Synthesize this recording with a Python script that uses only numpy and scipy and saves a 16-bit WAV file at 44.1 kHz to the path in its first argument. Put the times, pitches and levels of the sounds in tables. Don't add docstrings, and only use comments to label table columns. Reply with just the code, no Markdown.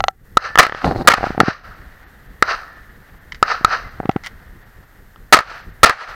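import sys
import numpy as np
from scipy import signal
from scipy.fft import rfft, irfft
from scipy.io import wavfile

SR = 44100
rng = np.random.default_rng(int(sys.argv[2]) if len(sys.argv) > 2 else 0)


def generate_wav(sig):
    pcm = np.round(np.clip(np.atleast_2d(sig).T, -1, 1) * 32767).astype(np.int16)
    wavfile.write(sys.argv[1], SR, pcm)


def natural_amplitude(level_db):
    exponent = np.asarray(level_db, float) / 20
    return 10 ** exponent


N = 271201
TIME = np.arange(N) / SR

# (time [s], level [dB], rise of the later blast [dB], first wall [dB], second wall [dB])
NEAR_SHOTS = [
    (0.5866, -2, 1.5, 6, 1.5),
    (1.074, -1.5, -2, 5.5, 13.5),
    (5.3254, -5, 2, 4.5, 6.5),
    (5.832, -4, 7, -15, 10.5),
]
# (time [s], pulse [dB], upper ring [dB], low push [dB], scatter [dB])
FAR_SHOTS = [
    (0.3711, 12, -6, -8, -4.5),
    (1.4024, 10, 4.5, -1.5, 0),
    (2.4247, 10, 2, -6.5, -3),
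    (3.4273, 11, -6, -11, -3),
    (3.647, 13.5, -4.5, -12, -3.5),
]
# (pitch [Hz], width [Hz], level [dB])
HOUSING = [(1303.5, 150, 3), (1790, 240, 1.5), (4168, 2000, -16.5), (5840, 2100, -29.5)]
# (pitch [Hz], width [Hz], level [dB])
UPPER_PORTS = [(2900, 350, -6.5), (4250, 600, 14), (4800, 460, -1), (5970, 780, -9), (8200, 2500, -4.5)]
# (pitch [Hz], width [Hz], level [dB])
SHELL = [(770, 110, -5.5), (1250, 740, -3)]


def rms_one(x):
    return x / np.sqrt(np.mean(x ** 2) + 1e-20)


def in_time(rows, start=0):
    s, *columns = np.transpose(rows)
    return [np.interp(TIME - start, s, c, left=-150, right=-150) for c in columns]


def butter(x, hz, kind, order=2):
    return signal.sosfilt(signal.butter(order, hz, kind, fs=SR, output="sos"), x)


def drift(rate):
    return rms_one(butter(rng.standard_normal(N), rate, "low"))


def coloured(spectrum):
    hz, db = np.transpose(spectrum)
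    log_hz = np.log(np.fft.rfftfreq(N, 1 / SR) + 1)
    shape = natural_amplitude(np.interp(log_hz, np.log(hz), db, left=-90, right=-90))
    return rms_one(irfft(rfft(rng.standard_normal(N)) * shape, N))


def ring(x, hz, width, db=0):
    r, w = np.exp(-np.pi * width / SR), 2 * np.pi * hz / SR
    return natural_amplitude(db) * signal.lfilter([0, np.sin(w)], [1, -2 * r * np.cos(w), r * r], x + 1e-18)


def body(x, modes):
    return sum(ring(x, *mode) for mode in modes)


def clicks(s, db):
    out = np.zeros(N)
    np.add.at(out, np.round(np.asarray(s) * SR).astype(int), natural_amplitude(db))
    return out


def tent(age, rise, fall):
    return np.where(age < 0, rise * age, -fall * age)


def near_shots():
    # (peak after shot [s], level [dB], rise [dB per s], fall [dB per s], treble [dB])
    returns = [
        (.012, 22, -250, 2002, -9.5),
        (.066, 1, -110, 429.5, -2),
        (.19, -18, 130.5, 163, 2),
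    ]
    s, db, rise_db = np.transpose(NEAR_SHOTS)[:3]
    slaps, bundles = walls()
    low, high = leaf_noise()
    blast = body(rng.standard_normal(N), HOUSING[:2] + [(796, 150, -11)])
    blast = rms_one(butter(blast, 420, "high", order=3))
    wide = rms_one(butter(rng.standard_normal(N), [700, 2200], "band"))
    early = sum(np.exp(-np.clip(TIME - t, 0, 9) / 0.044) * (TIME >= t) for t in s).clip(0, 1)
    low_echo = early * blast + (1 - early) * (.7 * low + 0.42 * wide)
    near = scatter(s, db, returns, low_echo, high * (1 + 0.95 * early))
    near *= natural_amplitude(sum(r * (TIME > t + .025) * (TIME < t + .45) for t, r in zip(s, rise_db)))
    gate = np.zeros(N)
    for t, level_db, length in bundles:
        age = TIME - t
        gate += natural_amplitude(level_db) * np.clip(age / .002, 0, 1) / (1 + (age / length) ** 6)
    near += gate * (blast[::-1] + 0.69 * high)
    return near + pulses(*np.transpose(slaps), edge_db=-4.0)


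def far_shots():
    # (peak after shot [s], level [dB], rise [dB per s], fall [dB per s], treble [dB])
    returns = [
        (.0005, 1.5, 0.5, 2500.5, 7.5),
        (.01, -20.5, 1, 150, -2),
        (.055, -25, 900, 99.5, 11),
        (.085, -9.5, 347, 298.5, 6),
        (.12, -28, 403, 67.5, -4),
    ]
    s, db, upper_db, push_db, scatter_db = np.transpose(FAR_SHOTS)
    low, high = leaf_noise()
    direct = butter(pulses(s, db, upper_db, push_db, edge_db=-38), 3000, "low", order=1)
    return direct + scatter(s, scatter_db, returns, low, high)


def pulses(s, db, upper_db, push_db, edge_db):
    ground_s, ground_db = .0023, -9.5
    first = clicks(s, db) + clicks(s + ground_s, db + ground_db)
    rings = ring(first, *HOUSING[0]) + ring(clicks(s, db + upper_db), *HOUSING[1])
    rings += body(first, HOUSING[2:])
    push = ring(clicks(s - .0004, db + push_db), 530, 300)
    edge = butter(first, 6500, "high") * natural_amplitude(edge_db)
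    return butter(rings + push, 5400, "low", order=1) + edge


def walls():
    # (time [s], pulse [dB], bundle [dB])
    strays = [
        (.667, 4, -5),
        (.688, -12, -26),
        (1.148, -11.5, -4.5),
        (5.345, 14.5, -2.5),
        (5.406, -3.5, -19),
        (5.906, -2.5, -3.5),
    ]
    # (first [s], second [s])
    wall_s = (.043, .064)
    wall_upper_db, wall_push_db = (3.5, -7.5), (-6, -11)
    stray_upper_db, stray_push_db = 2, -10
    brush_s, brush_db, brush_length_s = .023, 13, .015
    smear_lead_s, smear_db, smear_length_s = 0.0017, (7.5, 0.5), (.01, .006)
    slaps, bundles = [], []
    for s, _, _, *both in NEAR_SHOTS:
        bundles.append((s + brush_s, brush_db, brush_length_s))
        for k, db in enumerate(both):
            slap_s = s + wall_s[k]
            slaps.append((slap_s, db, wall_upper_db[k], wall_push_db[k]))
            bundles.append((slap_s - smear_lead_s, db + smear_db[k], smear_length_s[k]))
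    for s, db, bundle_db in strays:
        slaps.append((s, db, stray_upper_db, stray_push_db))
        bundles.append((s - smear_lead_s, bundle_db, smear_length_s[1]))
    return slaps, bundles


def leaf_noise():
    # (pitch [Hz], level [dB per Hz])
    leaf_colour = [(88, -66.5), (150, -33.5), (243, -37.5), (495, -10), (567, -12.5), (742, -5.5),
                   (850, -12.5), (1070, -7), (1320, 3.5), (2450, -20.5), (3670, -31), (4210, -32.5),
                   (6180, -21.5), (6680, -29), (15000, -55.5)]
    # (from [Hz], to [Hz])
    port_gap = [3200, 3750]
    leaves = coloured(leaf_colour)
    low, high = butter(leaves, 2500, "low", order=4), butter(leaves, 2500, "high", order=4)
    high = 0.36 * high + np.std(high) * rms_one(body(high, UPPER_PORTS))
    high = high - .7 * butter(high, port_gap, "band", order=1)
    second_port = rms_one(butter(np.roll(leaves, SR), [1650, 2150], "band"))
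    low = butter(low + 0.55 * np.std(low) * second_port, 2350, "low", order=6)
    return low, high


def scatter(starts, levels_db, returns, low, high):
    low_power, high_power = np.zeros((2, N))
    for start, level_db in zip(starts, levels_db):
        i = int(start * SR)
        age = TIME[i:i + SR] - start
        for peak, db, rise, fall, treble_db in returns:
            power = natural_amplitude(2 * (db + level_db + tent(age - peak, rise, fall)))
            low_power[i:i + SR] += power
            high_power[i:i + SR] += power * natural_amplitude(2 * treble_db)
    low_grain = natural_amplitude(1.5 * drift(63).clip(-2, 2))
    high_grain = natural_amplitude(1.5 * drift(120).clip(-2, 2))
    return np.sqrt(low_power) * low * low_grain + np.sqrt(high_power) * high * high_grain


def bank_slaps():
    # (delay [s], pulse [dB])
    far_banks = [(.022, -20), (.036, -21), (.088, -15), (.12, -19)]
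    near_bank_s, near_bank_db = .19, -15
    upper_db, push_db = -16, -15
    rows = [(s + delay, db + scatter_db) for s, *_, scatter_db in FAR_SHOTS for delay, db in far_banks]
    rows += [(s + near_bank_s, near_bank_db) for s, *_ in NEAR_SHOTS]
    s, db = np.transpose(rows)
    return butter(pulses(s, db, db * 0 + upper_db, db * 0 + push_db, edge_db=-40.5), 5000, "low")


def pings():
    # (time [s], pitch [Hz], level [dB], time to fall by 60 dB [s])
    tones = [
        (.46, 1760, -21, .9),
        (2.33, 1880, -46, .3),
        (2.54, 1765, -37, 1.6),
        (2.672, 1870, -31, .15),
        (3.84, 2050, -26, .12),
        (2.49, 9000, -59, .8),
        (2.52, 8100, -57, .6),
        (.42, 8200, -54, .7),
    ]
    out = np.zeros(N)
    for s, hz, db, t60 in tones:
        age = np.clip(TIME - s, 0, None)
        out += natural_amplitude(db - 60 * age / t60) * (1 - np.exp(-age / .008)) * np.sin(2 * np.pi * hz * age)
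    return out


def knocks():
    # (time [s], push [dB], shell ring [dB])
    soft = [(0.842, -6.5, -21), (.911, -24, -2.5), (.96, -20.5, -8.5), (0.969, -16.5, -32),
            (1.01, -22.5, -10), (1.062, -22, -20), (1.182, -36, -8), (1.208, -39, -11), (1.23, -39, -3),
            (1.24, -48, 1), (1.269, -21, -8), (1.305, -12.5, -13.5), (1.348, -30, -15.5),
            (1.3782, -12.5, -5), (1.397, -10, -18), (1.4104, -3.5, 6), (1.4329, -8, -12.5), (1.483, -4, -9),
            (3.611, -25, -24), (4.0011, -16.5, -7), (4.031, -39.5, -18), (4.038, -41.5, -20.5),
            (4.055, -13, -15), (4.0925, -2.5, -0.5), (4.1615, -5, -15)]
    # (time [s], shell ring [dB], tick [dB])
    taps = [
        (.0046, -5.5, -19),
        (.04, -2.5, -14.5),
        (0.0829, -1.5, -11.5),
        (0.8448, -5, -27),
        (4.095, -8.5, -49),
        (4.114, -28, -38),
        (4.1637, -14.5, -56),
        (4.057, -19.5, -47.5),
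    ]
    # (pitch [Hz], width [Hz], level [dB])
    tapped_shell = [(792, 82, -5.5), (764, 20, -30.5), (1240, 550, 3.5), (1330, 39, -20), (1970, 140, -9)]
    # (pitch [Hz], width [Hz], level [dB])
    tick_modes = [(3180, 350, -6), (3480, 570, 3), (4150, 350, 1), (6020, 520, -1)]
    s, push_db, shell_db = np.transpose(soft)
    lag = np.arange(-160, 400) / SR
    thump = np.exp(-(lag / .0008) ** 2)
    thump -= .6 * np.exp(-((lag + .0015) / .0009) ** 2)
    thump -= .12 * np.exp(-((lag - .0035) / .002) ** 2)
    heard = butter(np.convolve(clicks(s, push_db), thump)[110:N + 110], 81, "high")
    heard += butter(body(clicks(s + 0.00066, shell_db), SHELL), 2200, "low", order=4)
    s, shell_db, tick_db = np.transpose(taps)
    shell = body(clicks(s, shell_db) - clicks(s - .0005, shell_db - 12.5), tapped_shell)
    ticks = body(clicks(s + 0.00067, tick_db), tick_modes)
    heard += butter(shell, [560, 4300], "band", order=3)
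    heard += butter(ticks, [2600, 6500], "band", order=3)
    return heard / natural_amplitude(gain_db())


def clacks():
    # (time [s], pulse [dB], upper ring [dB], low push [dB])
    events = [
        (.5562, 2.5, 7, -20),
        (0.576, 4.5, 1, -14),
        (0.582, -11, 12, -4),
        (0.696, -6.5, 10.5, 1),
        (0.7232, -6.5, 10.5, 4),
        (.748, -8, 5.5, 7),
        (5.16, -31.5, -5.5, -18.5),
    ]
    s, db, upper_db, push_db = np.transpose(events)
    rattle = rng.standard_normal(130) * np.exp(-np.arange(130) / 22) * 0.16
    contact = pulses(s, db, upper_db, push_db, edge_db=-16.5) + ring(clicks(s, db), 3200, 900, db=6.5)
    return butter(np.convolve(contact, rattle)[:N], 5500, "low", order=4)


def rubbing():
    # (time [s], length [s], rumble [dB], change over the stroke [dB])
    strokes = [
        (0.849, .085, -9, -11),
        (0.952, .07, -21, 3.5),
        (1.05, .012, -25.5, -1),
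    ]
    rise, fall = 1500, 1198
    levels = []
    for s, length, db, sag_db in strokes:
        age = TIME - s
        level = db + sag_db * (age / length).clip(0, 1)
        levels.append(level + rise * age.clip(-1, 0) - fall * (age - length).clip(0, 1))
    rumble_db = np.max(levels, axis=0)
    hiss_db = rumble_db - 23
    jerks = (rng.random(N) < 1500 / SR) * natural_amplitude(4 * rng.exponential(1, N).clip(0, 4))
    jerks = jerks * rng.choice([-1, 1], N)
    rumble = rms_one(butter(jerks, [40, 420], "band"))
    rumble += .5 * rms_one(butter(body(jerks, SHELL), 2200, "low"))
    hiss = rms_one(body(rng.standard_normal(N), UPPER_PORTS))
    return natural_amplitude(rumble_db) * rms_one(rumble) + natural_amplitude(hiss_db + 1.7 * drift(53)) * hiss


def reload():
    # (time [s], level [dB], length [s], bright edge [dB])
    contacts = [
        (3.321, -24.5, 0.013, -26.5),
        (3.346, -33, 0.029, -20),
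        (4.113, -38, 0.023, -13),
        (4.237, -30, 0.015, -8),
        (4.244, -30.5, 0.046, 3.5),
        (4.262, -23, 0.017, 3.5),
        (4.266, -29, 0.019, 4.5),
    ]
    # (pitch [Hz], width [Hz], level [dB])
    steel = [(1530, 240, -16.5), (2058, 260, 4), (3017, 370, -3.5), (4140, 1900, 4), (5200, 870, -13),
             (9460, 2300, -12.5), (14000, 3000, -18.5)]
    chatter = rms_one((rng.random(N) < 5000 / SR) * rng.standard_normal(N))
    dull, edge = np.zeros((2, N))
    for s, db, length, edge_db in contacts:
        swell = natural_amplitude(db - 26 * np.clip(TIME - s, 0, 1) / length) * (TIME >= s)
        dull += swell
        edge += swell * natural_amplitude(edge_db)
    dull = butter(body(dull * chatter, steel[:5]), [900, 6500], "band", order=3)
    bright = butter(body(edge * chatter, steel[5:]), 7500, "high")
    return (dull + bright) * natural_amplitude(-13.5)


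def background():
    # (pitch [Hz], level [dB per Hz])
    air_colour = [(150, -30.5), (250, -5), (261, -5), (330, -10.5), (773, -7), (967, -9.5), (1370, -5.5),
                  (1890, -1.5), (2330, -17), (4300, -23), (7000, -35.5), (9100, -57.5), (15400, -120)]
    # (pitch [Hz], level [dB per Hz])
    wind_colour = [(8.8, -18), (15, -4.5), (33, 0), (114, -10.5), (226, -18), (258, -23.5), (500, -25),
                   (650, -46), (1100, -120)]
    # (time [s], level [dB])
    gusts = [(0, -21), (.1, -39), (1.3, -34.5), (1.55, -33.5), (1.75, -39.5), (3.0, -42.5), (4.0, -38),
             (4.7, -42), (6.15, -40)]
    # (time [s], depth [dB])
    dropouts = [(1.75, -7), (2.058, -30.5), (2.283, -5), (2.712, -8.5), (2.752, -8), (2.9, -3.5),
                (3.197, -13), (3.898, -8), (4.645, -11), (4.86, -5.5), (5.625, -17), (5.72, -10)]
    # (place [steps], level [dB])
    whine_lines = [(-3, -18), (-2, -11), (-1, -8), (0, 0), (1, -2), (2, -11)]
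    whine_hz, whine_step_hz, whine_db, hiss_db = 13301, 82.2, -64, -59.5
    wind_db, = in_time(gusts)
    air = roll() * natural_amplitude(drift(23)) * coloured(air_colour)
    wind = natural_amplitude(wind_db + 3.1 * drift(7.7)) * coloured(wind_colour)
    whine = np.zeros(N)
    for k, db in whine_lines:
        hz = whine_hz + k * whine_step_hz
        whine += natural_amplitude(whine_db + db) * np.sin(2 * np.pi * hz * TIME + k * k)
    holes_db = sum(db * np.exp(-((TIME - s) / 0.012) ** 2) for s, db in dropouts)
    hiss = natural_amplitude(hiss_db + holes_db) * rms_one(butter(rng.standard_normal(N), 2700, "high"))
    return air + wind + whine + hiss


def roll():
    air_db, rise_s, fall = -53.5, 0.17, 8
    power = natural_amplitude(2 * air_db)
    for s, *_ in NEAR_SHOTS + FAR_SHOTS:
        age = (TIME - s).clip(0)
        power = power + natural_amplitude(2 * (-44 - fall * age)) * (1 - np.exp(-age / rise_s))
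    return np.sqrt(power)


def gain_db():
    # (time [s], first level [dB], held level [dB], length [s])
    ducks = [
        (0.114, -10, -4.5, 0.13),
        (.38, -7.5, -5, 0.23),
        (.609, -20.5, -6, .205),
        (1.089, -18, -8.5, .08),
        (1.41, -1.5, -12.5, .23),
        (5.348, -19.5, -3, .2),
        (5.8497, -17, -10, 0.23),
    ]
    rest_db, creep_s, step_s = -3, 0.1, .02
    out = np.full(N, rest_db, float)
    for s, first_db, held_db, length in ducks:
        age = TIME - s
        hold = np.clip(age / .001, 0, 1) * np.clip((length - age) / step_s + .5, 0, 1)
        out += hold * (held_db + (first_db - held_db) * np.exp(-age.clip(0) / creep_s))
    return out


def scene():
    shots = near_shots() + far_shots() + bank_slaps()
    handling = knocks() + clacks() + rubbing() + reload()
    return (shots + pings() + handling + background())[None]


def low_pass(x):
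    return signal.sosfilt(signal.butter(12, 15850, fs=SR, output="sos"), x)


def record(dry):
    top = natural_amplitude(12)
    ducked = np.clip(dry, -top, top) * natural_amplitude(gain_db())
    return low_pass(np.clip(ducked, -1, 1))


dry = scene()
out = record(dry)
generate_wav(out)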